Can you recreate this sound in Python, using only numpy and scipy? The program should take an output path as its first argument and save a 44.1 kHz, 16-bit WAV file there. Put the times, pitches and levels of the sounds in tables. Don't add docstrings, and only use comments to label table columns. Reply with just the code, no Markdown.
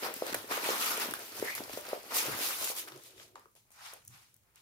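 import sys
import numpy as np
from scipy import signal
from scipy.fft import rfft, irfft, next_fast_len
from scipy.io import wavfile
from scipy.ndimage import uniform_filter1d, map_coordinates

SR = 44100
rng = np.random.default_rng(int(sys.argv[2]) if len(sys.argv) > 2 else 0)


def level_to_linear(level):
    exponent = np.asarray(level, float) / 20
    return 10 ** exponent


def wav_record(signal):
    frames = np.transpose(np.atleast_2d(signal))
    bounded = np.clip(frames, -1, 1)
    quanta = np.round(bounded * 32767).astype(np.int16)
    wavfile.write(sys.argv[1], SR, quanta)


N = 203591
TIME = np.arange(N) / SR


def unit(x):
    return x / np.sqrt(np.mean(x ** 2) + 1e-20)


def along(points, hz):
    f, v = np.transpose(points)
    return np.interp(np.log(hz + 1), np.log(f + 1), v)


def curves(rows):
    s, *cols = np.transpose(rows)
    return [np.interp(TIME, s, c) for c in cols]


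def gate_of(rows):
    return np.interp(TIME, [rows[0][0], rows[1][0], rows[-2][0], rows[-1][0]], [0, 1, 1, 0])


def wobble(rate):
    knots = rng.standard_normal(int(N * rate / SR) + 4)
    return map_coordinates(knots, [np.arange(N) * rate / SR])


def jerks(rate, fade):
    kicks = (rng.random(N) < rate / SR) * np.minimum(rng.exponential(size=N), 2)
    keep = np.exp(-1 / (SR * fade))
    saw = signal.lfilter([1], [1, -keep], kicks)
    return unit(saw - saw.mean())


def swells(s, peak_db, rise, fall):
    round_db = 2.5
    t = np.arange(0, N / SR + .002, .001)
    late = t - np.asarray(s)[:, None]
    drop_db = np.where(late < 0, late * rise, late * fall)
    db = np.asarray(peak_db)[:, None] + round_db - np.hypot(drop_db, round_db)
    power = (level_to_linear(db) ** 2).sum(0)
    return np.interp(TIME, t, 10 * np.log10(power + 1e-14))


def filtered(x, response):
    m = next_fast_len(N + SR // 2)
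    return irfft(rfft(x, m) * response(np.fft.rfftfreq(m, 1 / SR)), m)[..., :N]


def lead(hz):
    lead_s = 0.0002
    return np.exp(1j * np.pi * hz * lead_s * np.array([[1], [-1]]))


def place(sounds, times, pan_db):
    out = np.zeros((2, N + sounds.shape[-1]))
    for sound, s, db in zip(sounds, times, pan_db):
        out[:, round(s * SR):][:, :sounds.shape[-1]] += sound * level_to_linear([[db / 2], [-db / 2]])
    return out[:, :N]


# f/Hz, likeness [0 to 1]
LIKENESS = [(40, 0.35), (100, 0.8), (180, 0.89), (290, 0.95), (640, 0.9), (1400, 0.077), (3000, 0.053),
            (15000, 0.022)]


def ports(pair, spectrum):
    turn = lambda hz: np.arccos(np.clip(along(LIKENESS, hz), -1, 1)) / 2
    colour = lambda hz: level_to_linear(along(spectrum, hz)) * [np.cos(turn(hz)), np.sin(turn(hz))]
    mid, side = filtered(pair, colour)
    return filtered(np.array([mid + side, mid - side]), lead)


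def friction(spectrum, catch, density, grain_db):
    where = rng.random(N) < density / SR
    size_db = 5 * np.minimum(rng.exponential(size=N), 2.5)
    grains = unit(where * level_to_linear(size_db)) * level_to_linear(grain_db)
    rough = rng.standard_normal((2, N)) * (catch + grains)
    return unit(ports(rough, [(0.97, -120)] + list(spectrum) + [(SR / 2, -120)]))


# f/Hz, level/dB [per Hz]
QUIET_ROOM = [(88, -33), (150, -26), (280, -22), (624, -24.5), (689, -33), (1870, -30.5), (2920, -32),
              (3620, -35), (16000, -27)]


def air():
    return level_to_linear(-75.5) * friction(QUIET_ROOM, 1, 30, grain_db=-30)


# f/Hz, time to fall 60 dB [s]
ROOM_DECAY = [(200, 0.31), (600, 0.17), (2000, 0.35), (12000, 0.17)]


def room(x):
    build_s = .006
    turn = (np.arange(N) // (SR // 8)) % 4
    hz, t, z = signal.stft(rng.standard_normal((4, 2, SR // 2)), SR, nperseg=256)
    decay = level_to_linear(-60 * t / along(ROOM_DECAY, hz)[:, None])
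    tails = signal.istft(z * decay, SR, nperseg=256)[1]
    tails = tails * (1 - np.exp(-np.arange(tails.shape[-1]) / SR / build_s))
    out = np.zeros((2, N))
    for k, tail in enumerate(tails):
        late = np.pad(x.mean(0) * (turn == k), (130, 0))
        out += signal.oaconvolve(late[None], tail / np.linalg.norm(tail[0]), axes=1)[:, :N]
    return out


# t/s, table top level/dB, frame level/dB
LEANING = [(0.06, -82, -95), (0.22, -73, -87), (0.35, -56, -66.5), (0.55, -65.5, -90), (0.68, -84, -80.5),
           (1.1, -62.5, -73), (1.41, -54.5, -83), (1.61, -57.5, -80.5), (1.73, -69.5, -66),
           (1.98, -70, -98), (2.18, -73, -74), (2.3, -53.5, -65), (2.61, -75, -70), (2.94, -61, -86),
           (3.2, -65, -81), (4.11, -58, -87)]
# f/Hz, level/dB [per Hz]
TABLE_TOP = [(60, -27.5), (100, -4), (130, -5), (160, -16.5), (200, -15.5), (260, -26)]
# f/Hz, level/dB [per Hz]
TABLE_FRAME = [(20, -19), (30, -23), (50, -9), (80, -15), (110, -10.5)]


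def table():
    s, top_db, frame_db = np.transpose(LEANING)
    rise, fall = 210, 150
    load = lambda db, rest_db: np.hypot(level_to_linear(swells(s, db, rise, fall)), level_to_linear(rest_db))
    top = load(top_db - 4, -81) * friction(TABLE_TOP, .5, 32, grain_db=-14)
    frame = load(frame_db + 0.5, -79.5) * friction(TABLE_FRAME, 0.83, 30, grain_db=-12.0)
    return top + level_to_linear([[-1.5], [1.5]]) * frame


# t/s, level/dB [peak], f/Hz, time to fall 60 dB [s]
LANDINGS = [
    (0.33, -66, 142, 0.067),
    (1.728, -52, 133, 0.28),
    (2.274, -30, 137, 0.21),
    (2.31, -54, 117, 0.25),
    (2.588, -54, 95, 0.21),
    (2.927, -41, 138, 0.19),
    (3.187, -67, 121, 0.31),
    (4.09, -45, 126, 0.2),
]


def booms():
    s, db, hz, t60 = np.transpose(LANDINGS)[..., None]
    t = np.arange(SR // 2) / SR
    level = level_to_linear(db - 7.5 - 60 * t / t60) * (1 - np.exp(-t / 0.016))
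    ring = level * np.sin(2 * np.pi * hz * t)
    return place(ring, s[:, 0], np.full(len(s), -1.5))


# t/s, level/dB
DRAGGING = [
    (2.72, -44),
    (2.908, -60),
    (2.97, -52.5),
    (3.044, -66.5),
    (3.2, -58.5),
    (3.224, -66),
    (3.292, -72),
    (3.352, -62),
    (3.52, -82),
]
# f/Hz, level/dB [per Hz]
ROLL_AIR = [(230, -60), (310, 3), (350, 7.5), (460, -2.5), (600, -4)]


def drag():
    level_db, = curves(DRAGGING)
    return gate_of(DRAGGING) * level_to_linear(level_db - 3.0) * friction(ROLL_AIR, 1, 60, grain_db=-18)


def gliding_noise(rows, width_hz, gain_db):
    level_db, hz = curves(rows)
    flutter = unit(filtered(rng.standard_normal((2, N)), lambda f: np.exp(-(f / width_hz) ** 2)))
    tone = np.sin(2 * np.pi * np.cumsum(hz) / SR)
    return gate_of(rows) * level_to_linear(level_db + gain_db) * flutter * tone


# t/s, level/dB, f/Hz
CLOSING_GAP = [
    (.49, -67, 911),
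    (.53, -45, 1023),
    (.65, -40.5, 1043),
    (.8, -44.5, 1208),
    (.92, -39.5, 1331),
    (1.08, -54, 1370),
]


def closing_gap():
    return gliding_noise(CLOSING_GAP, 180, gain_db=0.5)


# t/s, level/dB, f/Hz
SKID = [
    (1.39, -60, 1950),
    (1.43, -50, 1900),
    (1.465, -49, 1900),
    (1.485, -36, 1900),
    (1.51, -44, 2050),
    (1.54, -43, 2250),
    (1.56, -53, 2200),
    (1.582, -43, 2010),
    (1.6, -62, 2040),
]


def fingertip_skid():
    return gliding_noise(SKID, 360, gain_db=4.0)


# t/s, level/dB [depth of the hush]
STICKING = [(0.139, 3.5), (0.3436, 13), (1.1365, 6.5), (1.551, 13), (3.3547, 7), (3.5512, 16), (3.035, 3),
            (3.7039, 7), (4.0491, 1), (4.3409, 0), (4.3639, 0), (4.078, 8), (4.558, 3)]


def held():
    stuck_db = sum(db * (TIME > s - .007) * (TIME < s + .0008) for s, db in STICKING)
    return level_to_linear(-uniform_filter1d(stuck_db, size=40))


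def patchy(x):
    z = signal.stft(x, nperseg=256)[2]
    field = uniform_filter1d(rng.standard_normal(z.shape[1:]), size=7, axis=0)
    field = uniform_filter1d(field, size=9, axis=1)
    return signal.istft(z * level_to_linear(1.4 * unit(field) - .3), nperseg=256)[1][:, :N]


# [dB; pressing sounds the roll, skimming only the film]
ROLLING_STROKES = [(0.04, -48, 590, 150, 9), (0.067, -49, 100.0, 380.0, -8),
                   (0.164, -51, 298, 120.0, -10.5), (0.29, -47.5, 189, 228, 3.5),
                   (0.339, -56.5, 660, 426, 17.5), (0.372, -51.5, 220.0, 105, -1),
                   (0.515, -44, 880, 114, 7), (0.566, -46.5, 184, 540.0, -24),
                   (0.647, -41.5, 310.0, 58.5, 1), (0.727, -46.5, 90, 110.0, 4.5),
                   (0.826, -37.5, 252, 110.0, -5.5), (0.909, -42, 210.0, 126, 2.5),
                   (1.018, -42.5, 315, 154, 2.5), (1.152, -50, 130.0, 340.0, 0),
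                   (1.206, -52, 390.0, 54.5, -3), (1.381, -48.5, 278, 90.5, -3),
                   (1.455, -49.5, 470.0, 67.5, 0.5), (1.553, -45.5, 1200.0, 223, -8.5),
                   (1.643, -58, 760.0, 288, -1), (1.744, -51, 149, 440.0, -5),
                   (1.775, -50.5, 580.0, 250.0, -3.5), (1.926, -52.5, 100.0, 177, 3)]
LEAVING_STROKES = [(2.115, -53, 890, 100, 8.5), (2.145, -43, 1200, 99, -2.5),
                   (2.171, -33.5, 420, 168, -10.5), (2.325, -46.5, 59, 130, 2.5),
                   (2.434, -38, 200, 92, -6.5), (2.515, -46.5, 82, 500, 0), (2.57, -47.5, 130, 100, -9),
                   (2.629, -41.5, 170, 187, -7.5), (2.7, -39, 150, 457, -17), (2.785, -42, 400, 268, -11),
                   (2.88, -56, 4200, 810, 7), (2.955, -63, 16, 150, -0.5), (3.07, -57, 160, 200.0, -12.5),
                   (3.219, -58, 170, 200, -6.5), (3.358, -69.5, 2200, 156, 4.5),
                   (3.562, -65.5, 2100, 205, -15), (3.586, -79, 12, 70.0, -27),
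                   (3.722, -65.5, 1100, 30.0, -42), (3.823, -65.5, 200, 320.0, 9),
                   (3.868, -55, 196, 146, 1), (3.933, -61, 290, 385, 1), (4.081, -63, 420, 111, -50),
                   (4.14, -64, 410, 113, 0), (4.225, -68, 390, 116, -11), (4.347, -81, 840.0, 210.0, -29),
                   (4.464, -89, 310, 22, 9.5), (4.561, -68.5, 890, 100, -5)]
# t/s, level/dB
MAT_CONTACT = [(0, -5), (0.09, 1), (0.15, -3.5), (0.35, -1.5), (0.8, -5.5), (1.1, -3.5), (2.0, -5.5),
               (2.7, -6), (3.4, -7), (3.7, -26), (4.62, -18)]
# f/Hz, level/dB [per Hz]
FILM_COLOUR = [(3000, -22.5), (5000, -15.5), (6000, 0), (7900, -3), (9000, -2.5), (11000, 0.5), (15000, 0),
               (16000, -12.5)]
PAPER_COLOUR = [(1600, -17), (2300, -5), (3500, -4), (5500, -5), (7000, -34)]
WALL_COLOUR = [(440, -23.5), (750, -6), (772, -4.5), (1040, -2), (1120, -4), (1250, -2), (1390, -2),
               (1510, -3.5), (1680, -6.5), (1850, -4), (2400, -7.5), (3120, -15), (5280, -120)]
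HOLLOW_COLOUR = [(150, -9), (240, 2.5), (450, 8), (720, 4.5), (1000, -43.5)]


def rubbing():
    s, db, rise, fall, weight_db = np.transpose(ROLLING_STROKES + LEAVING_STROKES)
    stroke = lambda share: swells(s, db + share * weight_db, rise[:, None], fall[:, None])
    film_db, paper_db, wall_db = stroke(0), stroke(0.27), stroke(0.93)
    middle_db = -45.5
    hollow_db = middle_db + 0.67 * (wall_db - middle_db) - 3.5 + curves(MAT_CONTACT)[0]
    slip = .6 * jerks(80, 0.007) + 0.45 * wobble(200)
    film_slip, paper_slip, wall_slip, hollow_slip = level_to_linear(np.outer([1.2, 1, .8, 1.1], slip))
    film = level_to_linear(film_db + 4.0) * friction(FILM_COLOUR, film_slip, 870, grain_db=-11)
    paper = level_to_linear(paper_db + 2.2) * friction(PAPER_COLOUR, paper_slip, 600, grain_db=-16)
    wall = level_to_linear(wall_db + 2.6) * friction(WALL_COLOUR, wall_slip, 300, grain_db=-11)
    hollow = level_to_linear(hollow_db + 3.0) * friction(HOLLOW_COLOUR, hollow_slip, 150, grain_db=-5.5)
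    away = np.interp(TIME, (2.74, 3.16), [0, 0.53])
    film = film - away * filtered(film, lambda hz: 1 / (1 + (10300 / (hz + 1)) ** 12))
    return film + paper + wall + hollow


# t/s, level/dB [peak], f/Hz [centre], low part level/dB
FILM_SNAPS = [(0.1385, -24, 13500, -23), (0.1619, -33, 14700, -13), (0.2652, -30, 8500, -12),
              (0.3256, -28, 5500, -15), (0.3304, -31, 9380, -5), (0.3427, -19.5, 9000, -9),
              (0.3452, -23, 11000, -9), (0.349, -31, 9000, -8), (0.4773, -40, 12200, -20),
              (0.5227, -30, 4350, -14), (0.7028, -26, 5850, -9), (0.9737, -25, 9960, -20),
              (0.9975, -23, 12200, -14), (1.068, -32, 11100, -20), (1.1088, -27, 11300, -15),
              (1.1367, -24, 13000, -13), (1.1911, -33, 11700, -17), (1.3194, -39, 4510, -14),
              (1.3478, -40, 13100, -20), (1.3964, -33, 5620, -8), (1.55, -23.5, 8500, -19),
              (1.5794, -39, 3000, -6), (1.6356, -37, 4800, -10), (1.6929, -43, 5000, -10),
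              (1.732, -35, 4300, -17), (1.7724, -39, 4250, -14), (1.7769, -34, 11700, -15),
              (1.8097, -34, 10900, -19), (1.8511, -40, 8570, -8), (1.8667, -37, 3920, -22),
              (1.8875, -34, 5870, -14), (2.0297, -42, 6360, -15), (2.0787, -46, 10900, -20),
              (2.1839, -23, 5720, -16), (2.388, -30, 5380, -16), (2.6735, -33, 2500, -3),
              (2.7641, -31, 12400, -20)]
FILM_TICKS = [(2.8744, -47, 12100, -6), (2.8844, -44, 6470, -7), (2.919, -46, 3500, -6),
              (2.9597, -47, 5760, -11), (2.9744, -46, 6160, -16), (3.035, -41, 9740, -20),
              (3.178, -51, 2600, -4), (3.198, -47, 2700, -4), (3.229, -50, 4800, -12),
              (3.3547, -48, 5560, -6), (3.3946, -50, 10100, -20), (3.5139, -60, 14300, -17),
              (3.5512, -52, 8920, -16), (3.5627, -52, 9780, -18), (3.7039, -54, 9550, -9),
              (3.7159, -49, 12100, -18), (3.935, -36, 10900, -19), (3.9404, -42, 13300, -17),
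              (4.0491, -43, 12400, -31), (4.0749, -41, 12100, -25), (4.078, -35, 8620, -28),
              (4.3409, -47, 11100, -27), (4.3639, -50, 11400, -32), (4.434, -63, 6000, -25),
              (4.557, -45, 8460, -25)]
# f/Hz, level/dB [per Hz]
PAPER_CRACK = [(1000, -73), (1500, 15.5), (4500, -0.5), (6500, -41)]


def snaps():
    s, db, hz, low_db = np.transpose(FILM_SNAPS + FILM_TICKS)
    counts = [len(FILM_SNAPS), len(FILM_TICKS)]
    pan_db = np.repeat([-0.5, 2.5], counts)
    wide_db = np.repeat([6, 11], counts)[:, None, None]
    length = .002 * level_to_linear(.5 * np.clip(low_db + 25, 0, 12))
    length = np.clip(length, .0003, .03)[:, None, None, None]
    t = np.arange(next_fast_len(SR // 30)) / SR - .002
    burst = rng.standard_normal((len(s), 2, 2, len(t))) * level_to_linear(-20 * t / length) * (t > 0)
    burst[:, :, 1] += 0.7 * burst[:, :, 0]
    octaves = np.log2(np.fft.rfftfreq(len(t), 1 / SR) / hz[:, None, None] + 1e-3)
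    ring = irfft(rfft(burst[:, 0]) * level_to_linear(-wide_db * octaves ** 2), len(t))
    ring = ring / np.abs(ring).max(2, keepdims=True)
    start = s - .0005
    bright = place(level_to_linear(db + 3)[:, None, None] * ring, start, pan_db)
    dull = place(level_to_linear(db + low_db + 1.5)[:, None, None] * burst[:, 1], start, pan_db)
    return filtered(bright, lead) + filtered(dull, lambda f: lead(f) * level_to_linear(along(PAPER_CRACK, f)))


# f/Hz, width [Hz], level/dB
ROLL_NOTES = [(430, 22, -14.5), (510, 8.3, -17.5), (596, 22, -13), (957, 24, -7), (1200, 40, -8),
              (2580, 150, -13)]


def ringing(f):
    return sum(level_to_linear(db) * 1j * f * w / (c * c - f * f + 1j * f * w) for c, w, db in ROLL_NOTES)


# t/s, level/dB [peak], f/Hz
FINGER_TAPS = [(0.023, -35, 410), (0.0438, -32.5, 910), (0.063, -28.5, 820), (0.092, -32.5, 454),
               (0.1306, -39.5, 623), (0.161, -41, 226), (0.2209, -20, 530), (0.3246, -31, 297),
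               (0.3448, -27, 644), (0.4415, -38.5, 352), (0.478, -46.5, 325), (0.514, -36, 1000),
               (0.5196, -23.5, 1240), (0.5303, -43, 1080), (0.5747, -28.5, 560), (0.688, -22.5, 493),
               (0.703, -28, 387), (0.9775, -33, 514), (1.0562, -32.5, 396), (1.083, -34, 227),
               (1.1197, -34, 327), (1.1849, -43, 543), (1.19, -43.5, 467), (1.2029, -44.5, 596),
               (1.317, -48, 300), (1.325, -46.5, 463), (1.3534, -44, 437), (1.396, -36.5, 2000),
               (1.402, -39, 345), (1.4241, -20.5, 416), (1.5721, -48, 670), (1.579, -30, 1400),
               (1.603, -31.5, 304), (1.604, -35, 700), (1.6153, -34, 636), (1.6786, -41.5, 610),
               (1.695, -34.5, 665), (1.7339, -38, 252), (1.7729, -28, 530), (1.8163, -50, 429),
               (1.8528, -43, 980), (1.862, -43.5, 607), (1.8825, -36.5, 540), (1.8905, -40.5, 600),
               (1.8986, -39, 606), (1.9299, -20.5, 554), (1.9745, -38.5, 466), (2.0385, -43, 580)]
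LIFT_BUMPS = [(2.1829, -34, 760), (2.255, -32, 510), (2.2821, -31.5, 324), (2.305, -40, 300),
              (2.345, -38, 278), (2.3892, -34, 563), (2.406, -36, 300), (2.5071, -31, 1200),
              (2.5528, -36, 1217), (2.614, -38.5, 550), (2.627, -33.5, 1020), (2.6734, -36, 988),
              (2.7, -33.5, 553), (2.7169, -35.5, 860), (2.8374, -50, 429), (2.874, -41, 1360),
              (2.881, -50, 423), (2.919, -41, 1230), (2.963, -54, 1000), (2.9648, -54.5, 370),
              (2.969, -51, 420), (2.979, -69, 353), (3.551, -62, 529), (3.5607, -58, 765),
              (3.5663, -69, 748), (3.6527, -68, 810), (3.7042, -60, 748), (3.9313, -46, 570),
              (3.944, -50, 600), (3.95, -51.9, 529)]
EDGE_KNOCKS = [
    (1.137, -23.5, 1560),
    (3.3561, -38, 1070),
    (3.3645, -45, 865),
    (3.3776, -48, 1000),
    (3.456, -48, 1200),
    (3.4575, -56.5, 410),
    (3.467, -63, 480),
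]


def taps():
    s, db, hz = np.transpose(FINGER_TAPS + LIFT_BUMPS + EDGE_KNOCKS)
    counts = [len(FINGER_TAPS), len(LIFT_BUMPS), len(EDGE_KNOCKS)]
    wet_db = np.repeat([-5, 0.5, -5], counts)
    lasts = np.repeat([1, 1, 1.32], counts)[:, None]
    cycles = np.arange(SR // 40) / SR * hz[:, None]
    swell = (cycles / .55) ** (3.66 / lasts) * np.exp(-cycles / (0.27 * lasts ** 2))
    swell = swell / swell.max(1, keepdims=True)
    nail = level_to_linear(-15.5) * np.sin(2 * np.pi * 2.27 * cycles) * np.exp(.9 - cycles / 0.88)
    push = -(np.sin(2 * np.pi * cycles) + nail) * swell * level_to_linear(db + 0.5)[:, None]
    small = lambda f: lead(f) * (1 + level_to_linear(5.5) * ringing(f)) * f ** 2 / (f ** 2 + 170 ** 2)
    pan_db = np.full(len(s), 2.5)
    heard = filtered(place(push, s + 0.00062, pan_db), small)
    to_walls = filtered(place(push * level_to_linear(wet_db)[:, None], s + 0.00062, pan_db), small)
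    return heard, to_walls


def scene():
    background = air() + table() * level_to_linear([[-.4], [.4]]) + booms() + drag()
    sheets = held() * patchy(rubbing()) + fingertip_skid() + closing_gap()
    snap = snaps()
    tap, tap_to_walls = taps()
    thin_tap = filtered(tap_to_walls, lambda f: f ** 2 / (f ** 2 + 250 ** 2))
    walls = room(thin_tap + level_to_linear(-10) * snap)
    return background + sheets * level_to_linear([[.3], [-.3]]) + snap + tap + walls


def roll_off(x):
    return signal.sosfilt(signal.butter(12, 16860, fs=SR, output="sos"), x)


def record(dry):
    top_hz = 15900
    mix = filtered(dry, lambda hz: 1 / (1 + (hz / top_hz) ** 120))
    return roll_off(mix)


dry = scene()
out = record(dry)
wav_record(out)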